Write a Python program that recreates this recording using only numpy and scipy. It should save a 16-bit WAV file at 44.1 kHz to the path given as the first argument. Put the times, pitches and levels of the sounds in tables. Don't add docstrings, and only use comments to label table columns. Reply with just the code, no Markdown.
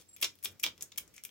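import sys
import numpy as np
from scipy import signal
from scipy.fft import rfft, irfft
from scipy.io import wavfile
from scipy.ndimage import uniform_filter1d

SR = 44100
rng = np.random.default_rng(int(sys.argv[2]) if len(sys.argv) > 2 else 0)


def wrap_up_sound(samples):
    columns = np.atleast_2d(samples).T
    tamed = np.clip(columns, -1, 1)
    steps = np.round(tamed * 32767).astype(np.int16)
    wavfile.write(sys.argv[1], SR, steps)


N = 57330

CONTACT_BANDS = (900, 2400, 3500, 7000, 13000)
# t/s, length/s, knock/dB, body/dB, treble/dB, top/dB, pan left/dB
PICK_DRAGS = [ (.000, 0.023, -57.5, -55, -51.5, -58.5, 4), (0.164, 0.006, -44.5, -55.5, -53, -58, 13),
              (0.177, 0.026, -53.5, -59, -58.5, -70, 2), (0.2128, 0.013, -34, -42.5, -38.5, -33, 3),
              (0.225, 0.0079, -13, -19, -24.5, -27.5, 3.5), (.246, 0.0111, -20.5, -30.5, -30.5, -47, 3.5),
              (.427, 0.024, -49.5, -58, -47, -46, 2), (0.4445, 0.0069, -33.5, -33, -35.5, -29, 6.5),
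              (0.512, 0.015, -63, -78, -63, -62, 13), (0.595, 0.0089, -53, -63, -47.5, -59, 16.5),
              (0.628, 0.0056, -29, -52, -44, -46, -11), (0.6337, 0.0081, -14, -30, -32.5, -34, -2.5),
              (.650, 0.0278, -35.5, -26.5, -39.5, -58, -7.5), (0.808, 0.019, -44, -48.5, -44.5, -58, 4.5),
              (0.825, .006, -44, -49, -34, -41.5, -12), (.976, 0.0063, -32.5, -32.5, -28.5, -27, 5),
              (0.982, 0.0046, -28.5, -31, -29.5, -27.5, -0.5), (1.138, 0.042, -49.5, -62, -56, -65, 8)]
# f/Hz, level/dB
LOCK_PARTIALS = [(1760, -4.5), (2220, -32), (2335, -12), (2412, -6), (3204, -9.5), (3278, -12.5),
                 (3380, -9), (3662, -9), (3745, -12), (3898, -7), (5312, -1.5), (5586, -9), (6497, -23)]
# f/Hz, level/dB
LOCK_EQ = [(60, -39), (250, -20.5), (400, -19), (540, -17), (760, -25), (1150, -13), (1800, -14.5),
           (2250, -5.5), (2750, -6), (3400, 0), (3850, -6.5), (4200, -8), (5500, -2.5), (7500, -5),
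           (9500, -5.5), (12000, -1.5), (15200, -1.5)]
# f/Hz, T60/s
REVERB_DECAY = [(150, 0.7), (500, 0.02), (1400, 0.16), (3500, 0.14), (7000, 0.15), (14000, 0.11)]
# f/Hz, level/dB
REVERB_EQ = [(150, -3), (500, 4.5), (1400, -2.5), (3500, -7.5), (7000, -6.5), (14000, -10.5)]
# t/s, level/dB
RUSTLE_ENVELOPE = [(0, -63), (.06, -80), (.18, -73), (.26, -63.5), (.39, -80), (.48, -63), (.55, -65.5),
                   (.6, -76), (.68, -58), (.76, -72.5), (.83, -61.5), (.92, -78.5), (1.0, -64.5),
                   (1.11, -70.5), (1.2, -77), (1.3, -70.5)]
# f/Hz, level/dB
RUSTLE_EQ = [(20, -25), (50, 0), (95, -0.5), (135, -3.5), (180, 4), (230, -3.5), (330, -3), (520, -5),
             (800, -13.5), (2000, -13.5), (16000, -46)]
# t/s, level/dB
HUM_ENVELOPE = [(0, -15), (.15, -12.5), (.24, -8), (.32, -2.5), (.41, -11), (.5, 3.5), (.6, -15.5),
                (.68, -9), (.9, -15), (1.03, -14), (1.15, -34)]
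# f/Hz, level/dB
HISS_EQ = [(18, -32), (30, 2), (324, 3), (830, -11.5), (2550, -9.5), (4660, -7), (5450, -6), (9680, -16),
           (15500, -9)]
# t/s, length/s, level/dB
SQUEAK_PULSES = [(0.083, 0.026, -58.5), (0.107, 0.019, -64), (0.126, 0.034, -56)]
# f/Hz, level/dB
PICK_PARTIALS = [(7601, 3.5), (10196, -2)]
# t/s, knock/dB, body/dB, treble/dB, top/dB, pan left/dB
PIN_HITS = [ (.1641, -27, -28, -30, -17.5, 1.5), (0.2034, -25, -40, -27.5, -32, 6),
            (.2140, -18, -36, -25, -12, 7), (.2292, 5, -2, -3.5, -5, -0.5), (0.2297, 3, -13, -27, -63, -5),
            (0.2355, -17, -3, -16, -20, -5), (.2420, -9, 4.5, -1.5, -26, -1),
            (.2440, -4, -6.5, -9, -28, 18), (0.2459, -9.5, 5.5, -1.5, -12, -3.5),
            (0.3547, -46, -39, -39, -35, 11), (0.3882, -37, -33.5, -36.5, -35, 5),
            (0.4285, -25.5, -34, -34, -24, 3), (0.4385, -25, -33, -23, -8.5, 8),
            (0.449, -19, -19, -8, -5, 8.5), (0.4553, -11.5, 1.5, -13.5, -18, -1.5),
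            (0.4576, -1, -6, -8, -24.5, 4.5), (0.5982, -16.5, -30.5, -14, -19.5, 4),
            (0.63, -31, -16.5, -19, -16, 11), (0.6337, -15, -16, -27, -1, 8),
            (0.6388, 4.5, 2.5, -3.5, -12, 8), (0.6393, -2, -1.5, -17, -17, 3),
            (0.6415, 0, -3.5, -6.5, -52, -14.5), (.6470, -10.5, 4.5, -12, -23, 6),
            (.6640, -3, 4.5, -12.5, -15, 9), (0.7785, -24.5, -28, -28.5, -34, 5.5),
            (0.809, -27, -23.5, -13.5, -23, -2), (.8239, -29, -43, -4.5, -14.5, 12),
            (0.9197, -15, -24.5, -17.5, -48, -2), (0.9227, -29.5, -22.5, -40, -45, 21),
            (0.9598, -22, -38, -33, -45.5, 19), (1.078, -35, -48, -21.5, -40, 6.5),
            (1.1416, -29, -39, -33.5, -28, 5), (1.1643, -36, -37, -18.5, -27, 1),
            (1.1798, -6.5, -22.5, -19.5, -34, 5), (1.2373, -17.5, -23, -14.5, -15.5, 5.5),
            (1.2506, -8, -17.5, -13.5, -10, 6), (1.2918, -27.5, -29, -39, -54, 14)]


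def undb(db):
    return 10 ** (np.asarray(db) / 20)


def unit(x):
    return x / np.sqrt(np.sum(x ** 2) + 1e-20)


def curve_at(points, hz):
    freqs, values = np.array(points, float).T
    return np.interp(np.log(np.maximum(hz, 1)), np.log(freqs), values)


def eq(x, points, size=2048):
    gain = undb(curve_at(points, np.fft.rfftfreq(size, 1 / SR)))
    cepstrum = irfft(np.log(gain))
    cepstrum[1:size // 2] *= 2
    cepstrum[size // 2 + 1:] = 0
    return signal.fftconvolve(x, irfft(np.exp(rfft(cepstrum))))


def wander(rate_hz):
    step = max(int(SR / rate_hz), 2)
    return uniform_filter1d(np.repeat(rng.standard_normal(N // step + 1), step), step)[:N]


def stereo_noise(points, side_db):
    mid, side = (unit(eq(rng.standard_normal(N), points)[:N]) * np.sqrt(N) for _ in range(2))
    return mid + undb(side_db) * side * np.array([[1], [-1]])


def place_contact(out, start, force, band_dbs, pan_db):
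    i = max(int(start * SR), 0)
    knock_db, body_db, treble_db, top_db = band_dbs
    points = list(zip(CONTACT_BANDS, (body_db, knock_db, body_db, treble_db, top_db)))
    for ch, side in enumerate((1, -1)):
        contact = eq(force[ch], points)[:max(N - i, 0)]
        out[ch, i:i + len(contact)] += contact * undb(side * pan_db / 2)


def pick_scrapes(grain_db=3.5, rise_db=0.5, release_s=0.0025, width=1.17, size=2048):
    out, t = np.zeros((2, N)), np.arange(size) / SR
    for start, length, *band_dbs, pan_db in PICK_DRAGS:
        grip, centre, *sides = rng.standard_normal((4, size))
        grains = undb(grain_db * np.repeat(grip, 10)[:size])
        pressure = undb(rise_db * (np.minimum(t / length, 1) + 0.5))
        release = np.exp(-np.maximum(t - length, 0) / release_s)
        grit = np.array([unit(grains * (centre + width * side)) for side in sides]) * np.sqrt(size)
        place_contact(out, start, grit * pressure * release, band_dbs, pan_db)
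    return out


def lock_body(contacts, ring_db=-21, t60_s=0.10):
    t = np.arange(N // 2) / SR
    decay = np.exp(-np.log(1000) * t / t60_s)
    response = sum(undb(db + ring_db) * unit(np.cos(2 * np.pi * hz * t) * decay)
                   for hz, db in LOCK_PARTIALS)
    response[0] += 1
    return np.array([eq(signal.fftconvolve(ch, response)[:N], LOCK_EQ)[:N] for ch in contacts])


def small_room(x, attack_s=0.0064, mono_below_hz=900, bands=30):
    size = N // 3
    t, hz = np.arange(size) / SR, np.fft.rfftfreq(size, 1 / SR)
    edges = np.linspace(np.sqrt(40), np.sqrt(SR / 2), bands + 1) ** 2
    mid, side = rfft(rng.standard_normal((2, size)))
    width = hz / np.hypot(hz, mono_below_hz)
    spectrum = mid + side * width * np.array([[1], [-1]])
    attack = 1 - np.exp(-t / attack_s)
    tail = 0
    for lo, hi in zip(edges, edges[1:]):
        centre_hz = np.sqrt(lo * hi)
        decay = np.exp(-np.log(1000) * t / curve_at(REVERB_DECAY, centre_hz))
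        band = irfft(spectrum * ((hz >= lo) & (hz < hi)), size)
        tail = tail + undb(curve_at(REVERB_EQ, centre_hz)) * unit(attack * decay) * band
    return signal.fftconvolve(x.mean(axis=0)[None], tail / np.sqrt(2), axes=1)[:, :N]


def hand_rustle():
    level_db = np.interp(np.arange(N) / SR, *np.array(RUSTLE_ENVELOPE).T)
    return undb(level_db) * stereo_noise(RUSTLE_EQ, side_db=-9)


def low_hum(hz=93.5, drift=0.023, trim_db=-66.5, waver_db=4):
    cycles = np.cumsum(hz * (1 + drift * wander(rate_hz=16.6))) / SR
    swell_db = np.interp(np.arange(N) / SR, *np.array(HUM_ENVELOPE).T)
    level_db = trim_db + swell_db + waver_db * wander(rate_hz=23.7)
    return undb(level_db) * np.sqrt(2) * np.sin(2 * np.pi * cycles)


def hiss(gain_db=-71):
    return undb(gain_db) * stereo_noise(HISS_EQ, side_db=0)


def pick_squeak(waver=0.0022):
    t = np.arange(N) / SR
    envelope = sum(undb(db) * np.sin(np.pi * np.clip((t - start) / length, 0, 1))
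                   for start, length, db in SQUEAK_PULSES)
    wavering_t = np.cumsum(1 + waver * wander(rate_hz=240)) / SR
    return envelope * sum(undb(db) * np.sin(2 * np.pi * hz * wavering_t) for hz, db in PICK_PARTIALS)


def pin_clicks(hold_s=0.0007, crack_s=0.00037, chatter_s=0.0054, chatter_db=-4, size=1024):
    out, t = np.zeros((2, N)), np.arange(size) / SR
    crack_decay = np.exp(-np.maximum(t - hold_s, 0) / crack_s)
    chatter_decay = np.exp(-t / chatter_s)
    for start, *band_dbs, pan_db in PIN_HITS:
        burst, centre, *sides = rng.standard_normal((4, size))
        spectrum = rfft(burst * crack_decay)
        flattened = irfft(spectrum / np.sqrt(np.abs(spectrum) + 1e-9))
        crack = unit(flattened * chatter_decay)
        chatter = np.array([unit((centre + side) * chatter_decay) for side in sides])
        place_contact(out, start, crack + undb(chatter_db) * chatter, band_dbs, pan_db)
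    return out


def scene(right_lag_s=0.00003):
    lock = lock_body(pin_clicks() + pick_scrapes())
    left, right = lock + pick_squeak()
    delay = np.exp(-2j * np.pi * np.fft.rfftfreq(N, 1 / SR) * right_lag_s)
    direct = np.array([left, irfft(rfft(right) * delay, N)])
    return direct + small_room(lock) + hand_rustle() + low_hum() + hiss()


def record(dry, cutoff_hz=15900):
    return signal.sosfilt(signal.ellip(8, .2, 70, cutoff_hz, fs=SR, output="sos"), dry)


dry = scene()
out = record(dry)
wrap_up_sound(out)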